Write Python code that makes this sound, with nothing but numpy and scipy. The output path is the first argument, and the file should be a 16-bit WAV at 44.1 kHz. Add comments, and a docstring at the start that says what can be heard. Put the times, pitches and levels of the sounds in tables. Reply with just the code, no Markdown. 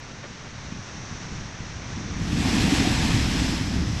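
"""Distant surf washes steadily on a rocky coast, small waves slap and wind buffets the microphone.
A swell fills a cave under the rock: a deep rumble grows, and trapped air roars and booms in the throats
of the blowholes. Air and spray rush out in a loud turbulent hiss, coloured by its reflection off the
rock shelf. One mouth rings briefly, a cleft adds a narrow band of hiss, and the jets ease as the
swell sinks."""
import sys
import numpy as np
from scipy import signal
from scipy.fft import rfft, irfft
from scipy.io import wavfile

SR = 44100
rng = np.random.default_rng(int(sys.argv[2]) if len(sys.argv) > 2 else 0)


def put_to_file(sound):
    """Save the sound as 16-bit audio at rate SR, in the file named by the first command-line argument."""
    columns = np.atleast_2d(sound).T  # one column per channel
    safe = np.clip(columns, -1, 1)
    whole_steps = np.round(safe * 32767)
    wavfile.write(sys.argv[1], SR, whole_steps.astype(np.int16))


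N = 176400
TIME = np.arange(N) / SR
FREQS = np.maximum(np.arange(N // 2 + 1) * SR / N, 1)

# envelope of the distant surf: time_s, relative_level_db
SURF_ENVELOPE = [(0.0, -47.5), (.7, -46), (1.15, -44.5), (1.35, -44), (1.5, -45.5), (1.8, -44.5),
                 (2.1, -43)]
# spectrum of the surf: frequency_hz, relative_gain_db
SURF_SPECTRUM = [(100, -0.5), (450, 0.5), (600, -0.5), (1050, 0.5), (1350, 0), (1800, 0.2), (2350, -2),
                 (3000, -6), (3800, -5.5), (5000, -8.5), (5650, -4), (6150, -8), (6700, -10), (7400, -18.5),
                 (8700, -25.5), (9600, -48), (15000, -61)]
# envelope of foam draining over the rocks: time_s, level_db
FOAM_ENVELOPE = [(0.0, -55.5), (.4, -55), (.65, -52.5), (1.08, -47.5), (1.45, -51), (1.8, -51),
                 (2.02, -47.5), (2.3, -50)]
# envelope of the wind on the microphone: time_s, relative_level_db
WIND_ENVELOPE = [(0.0, -43.5), (.26, -43.5), (.44, -44), (.6, -41.5), (.69, -40), (.79, -37.5), (.85, -46),
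                 (.99, -37), (1.07, -42), (1.13, -38.5), (1.25, -39.5), (1.32, -34), (1.41, -35.5),
                 (1.51, -42.5), (1.62, -38), (1.75, -44.5)]
# spectrum of the wind: frequency_hz, relative_gain_db
WIND_SPECTRUM = [(20, -4), (50, -4.5), (100, -0.5), (150, -1), (220, -6.5), (300, -11.5), (420, -22.5),
                 (800, -49)]
# small waves slapping the rocks: centre_s, level_db
WAVE_SLAPS = [(.108, -42.5), (.247, -37.5), (.462, -43.5)]
# single eddies striking the microphone: centre_s, peak_db
EDDIES = [(.652, -31), (0.725, -21.5), (0.7953, -26.5), (1.127, -28.5), (1.315, -30), (1.6065, -25),
          (2.062, -27), (2.376, -17), (3.803, -19), (3.838, -26)]
# envelope of the swell's rumble in the cave: time_s, relative_level_db
RUMBLE_ENVELOPE = [(1.75, -37.5), (1.83, -36), (2.0, -34.5), (2.11, -35), (2.19, -27), (2.27, -30.5),
                   (2.38, -23), (2.46, -28.5), (2.75, -28.5), (3.02, -24.5), (3.22, -26), (3.35, -28.5),
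                   (3.47, -27), (3.59, -28), (3.68, -26.5), (3.73, -28), (3.8, -24), (3.87, -29),
                   (4.0, -27)]
# spectrum of the rumble: frequency_hz, relative_gain_db
RUMBLE_SPECTRUM = [(20, -8.5), (40, -4), (65, 3.5), (85, -0.5), (108, 4), (130, -2.5), (175, -2.5),
                   (240, -11), (400, -34)]
# envelope of the roar in the throats of the holes: time_s, relative_level_db
THROAT_ENVELOPE = [(1.85, -46.5), (2.0, -37.5), (2.1, -37), (2.28, -32.5), (2.34, -27), (2.52, -24),
                   (2.68, -22.5), (2.82, -21), (2.92, -25.5), (3.2, -26.5), (3.47, -27), (3.6, -31.5),
                   (3.8, -29.5), (4.0, -39)]
# spectrum of the roar: nominal_frequency_hz, relative_gain_db
THROAT_SPECTRUM = [(90, -5.5), (150, -5), (200, -2.5), (255, 0), (310, -4.5), (385, -15), (480, -20),
                   (650, -37), (1200, -52)]
# envelope of the jets of air and spray: time_s, relative_level_db
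JET_ENVELOPE = [(2.2, -47), (2.35, -36), (2.46, -32), (2.54, -29), (2.66, -29), (2.77, -28.3), (2.92, -30),
                (3.14, -30.3), (3.28, -32.5), (3.49, -32), (3.66, -38), (3.88, -43), (4.0, -40.5)]
# spectrum of the jets at full strength: frequency_hz, relative_gain_db
JET_SPECTRUM = [(200, -16), (480, -1), (600, -1), (750, 2), (1000, 0.5), (1350, -3), (1900, 1.8),
                (2700, 1.7), (3600, -0.5), (4600, -2), (5300, -2), (6400, -6.5), (8200, -8.5),
                (8700, -16.5), (9150, -29), (9900, -16.5), (11000, -16.5), (12800, -27.5), (15000, -47)]
# blasts of trapped air in the cave: centre_s, peak_db, pitch_hz
AIR_BLASTS = [(2.545, -17.5, 195.6), (2.595, -17, 250), (2.655, -15.5, 180.4), (2.732, -16.5, 255),
              (2.982, -23, 171.7), (3.46, -23.5, 195)]

SURF_TRIM_DB, WIND_TRIM_DB, RUMBLE_TRIM_DB, THROAT_TRIM_DB, JET_TRIM_DB = 4, 0.97, 0.2, -0.5, 0.96
CAVE_ONSET_DB_PER_S, JET_ONSET_DB_PER_S = 75, 320
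TILT_PIVOT_HZ = 4030


def from_db(db):
    """Amplitude grows tenfold for every 20 dB."""
    return 10 ** (np.asarray(db) / 20)


def envelope_db(rows, onset_db_per_s=0):
    """Linear interpolation of level, with an optional rise up to the first point."""
    return np.interp(TIME, *np.transpose(rows)) - onset_db_per_s * np.maximum(rows[0][0] - TIME, 0)


def spectral_gain(spectrum):
    """A filter response interpolated in log frequency, rolling off beyond both ends."""
    hz, db = np.transpose(spectrum)
    skirts = 1 / np.sqrt((1 + (hz[0] / FREQS / 2) ** 4) * (1 + (FREQS / hz[-1] / 2) ** 4))
    return from_db(np.interp(np.log(FREQS), np.log(hz), db)) * skirts


def resonance(hz, half_width_hz):
    """The Lorentzian peak of a single resonance, as gain against frequency."""
    return 1 / (1 + ((FREQS - hz) / half_width_hz) ** 2)


def bursts(rows, sigma_s):
    """Superposed Gaussian envelopes, one for each (centre_s, level_db) row."""
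    return sum(from_db(db) * np.exp(-.5 * ((TIME - centre_s) / sigma_s) ** 2) for centre_s, db in rows)


def filtered(source, gain):
    """Filtering multiplies the spectrum by a gain; the result is scaled to unit rms."""
    shaped = irfft(rfft(source) * gain, N)
    return shaped / np.sqrt(np.mean(shaped ** 2) + 1e-20)


def noise(gain):
    """White noise takes on the spectrum of its filter; unit rms."""
    return filtered(rng.standard_normal(N), gain)


def drift(rate_hz):
    """Low-pass noise gives a slow random fluctuation of unit rms."""
    return noise((FREQS > 3) / (1 + (FREQS / rate_hz) ** 2))


def turbulence(spectrum, flicker_db, surge_db, rate_hz, tilt_db_per_octave=0):
    """Amplitude modulation of noise: half-octave bands surge together and flicker separately."""
    carrier = rfft(noise(spectral_gain(spectrum)))
    common_db = surge_db * drift(rate_hz)
    band_position = np.maximum(2 * np.log2(FREQS / 20), 0)
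    out = np.zeros(N)
    for k in range(int(2 * np.log2(spectrum[-1][0] / 20)) + 3):
        band = irfft(carrier * np.maximum(1 - abs(band_position - k), 0), N)
        octaves_above = max(np.log2(20 * 2 ** (k / 2) / TILT_PIVOT_HZ), 0)
        out += band * from_db(common_db + flicker_db * drift(rate_hz) + tilt_db_per_octave * octaves_above)
    return out


def surf():
    """Far breakers add incoherently to an even wash; draining foam adds a band of hiss."""
    wash = turbulence(SURF_SPECTRUM, flicker_db=0.33, surge_db=0.44, rate_hz=5.5)
    foam = noise(resonance(hz=5910, half_width_hz=860) ** 2)
    wash_gain = from_db(SURF_TRIM_DB + envelope_db(SURF_ENVELOPE))
    return wash_gain * wash + from_db(envelope_db(FOAM_ENVELOPE)) * foam


def wind():
    """Turbulent pressure fluctuations on the microphone make a lumpy low noise."""
    pressure = turbulence(WIND_SPECTRUM, flicker_db=0.3, surge_db=1.0, rate_hz=42)
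    return from_db(WIND_TRIM_DB + envelope_db(WIND_ENVELOPE)) * pressure


def slaps():
    """The impact of a small wave on rock is a dull noise burst with a hollow resonance."""
    low_pass = 1 / np.hypot(1, (FREQS / 2600) ** 2)
    body = resonance(hz=520, half_width_hz=150)
    return bursts(WAVE_SLAPS, sigma_s=0.011) * noise(spectral_gain(SURF_SPECTRUM) * low_pass + body)


def buffets(sigma_s=0.0015):
    """Each strong eddy is a brief dip in pressure that thumps the microphone."""
    pressure = np.zeros(N)
    for centre_s, peak_db in EDDIES:
        offset_squared = ((TIME - centre_s) / sigma_s) ** 2
        pressure -= from_db(peak_db) * (1 - offset_squared) * np.exp(-offset_squared / 2)
    return pressure


def cave_rumble():
    """The swell excites the cave with noise that peaks at a few low frequencies."""
    rumble = turbulence(RUMBLE_SPECTRUM, flicker_db=-0.6, surge_db=-0.84, rate_hz=34)
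    return from_db(RUMBLE_TRIM_DB + envelope_db(RUMBLE_ENVELOPE, CAVE_ONSET_DB_PER_S)) * rumble


def throat_roar(pitch_fall_per_db=0.0035, pivot_db=-25.5):
    """Turbulent flow roars in the throats; its spectrum shifts slightly down as it grows louder."""
    pitch_ratio = 1 - pitch_fall_per_db * (envelope_db(THROAT_ENVELOPE) - pivot_db)
    flow = turbulence(THROAT_SPECTRUM, flicker_db=0.2, surge_db=1.07, rate_hz=55)
    roar = np.interp(np.cumsum(pitch_ratio) / SR, TIME, flow, period=N / SR)
    return from_db(THROAT_TRIM_DB + envelope_db(THROAT_ENVELOPE, CAVE_ONSET_DB_PER_S)) * roar


def jets(dulling_db_per_octave_per_db=0.018, spray_db=-13.5, echo_s=0.001176, echo_gain=0.1):
    """Jet noise, brighter when stronger, interferes with its reflection off the rock shelf."""
    level_db = envelope_db(JET_ENVELOPE, JET_ONSET_DB_PER_S)
    tilt = dulling_db_per_octave_per_db * np.maximum(level_db - level_db.max(), -20)
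    hiss = turbulence(JET_SPECTRUM, flicker_db=0.7, surge_db=0.5, rate_hz=19, tilt_db_per_octave=tilt)
    direct = from_db(JET_TRIM_DB + level_db) * (hiss + from_db(spray_db) * droplets())
    return direct + echo_gain * np.interp(TIME - echo_s, TIME, direct)


def droplets(drops_per_s=1900, spread_db=3, ring_cycles=1.7):
    """Spray strikes rock at random; each tick is a damped oscillation, 60 dB down after ring_cycles."""
    sizes = from_db(spread_db * np.minimum(rng.exponential(1, N), 4)) * rng.choice([-1, 1], N)
    impacts = sizes * (rng.random(N) < drops_per_s / SR)
    pitches_hz = np.geomspace(1500, 7500, num=16)
    pitch_index = rng.integers(0, len(pitches_hz), N)
    ticks = np.zeros(N)
    for k, hz in enumerate(pitches_hz):
        decay = np.exp(-np.log(1000) * hz / (ring_cycles * SR))
        angle = 2 * np.pi * hz / SR
        feedback = [1, -2 * decay * np.cos(angle), decay * decay]
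        drive = impacts * (pitch_index == k) + 1e-18
        ticks += signal.lfilter([np.sin(angle), 0, -np.sin(angle)], feedback, drive)
    return filtered(ticks, spectral_gain(JET_SPECTRUM))


def booms(waver_share=0.139):
    """Each blast of trapped air is a short low tone under random frequency modulation."""
    warped_s = np.cumsum(1 + waver_share * drift(rate_hz=54)) / SR
    return sum(bursts([(centre_s, peak_db)], sigma_s=0.0091) * np.sin(2 * np.pi * pitch_hz * warped_s)
               for centre_s, peak_db, pitch_hz in AIR_BLASTS)


def howl(centre_s=2.87, level_db=-36):
    """A sharp resonance at the mouth of a hole sounds a brief hollow note at the height of the blow."""
    return bursts([(centre_s, level_db)], sigma_s=0.035) * noise(resonance(hz=760, half_width_hz=31))


def cleft(start_s=2.9, rise_s=0.6, db_per_jet_db=0.76):
    """Air in a narrow cleft makes narrow-band hiss, which fades less than the jets and is unmasked."""
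    jet_db = envelope_db(JET_ENVELOPE, JET_ONSET_DB_PER_S)
    level_db = -37.5 + db_per_jet_db * (jet_db - jet_db.max())
    fade_in = np.clip((TIME - start_s) / rise_s, 0, 1)
    return fade_in * from_db(level_db) * noise(resonance(hz=5200, half_width_hz=350))


def scene():
    """Superposition: the pressures of all sources add at one microphone."""
    shore = surf() + wind() + slaps() + buffets()
    blowholes = cave_rumble() + throat_roar() + jets() + booms() + howl() + cleft()
    return (shore + blowholes)[None]


def record(dry):
    """An elliptic low-pass filter cuts the treble steeply above 15 kHz."""
    return signal.sosfilt(signal.ellip(10, .1, 80, 15000, fs=SR, output="sos"), dry)


dry = scene()
out = record(dry)
put_to_file(out)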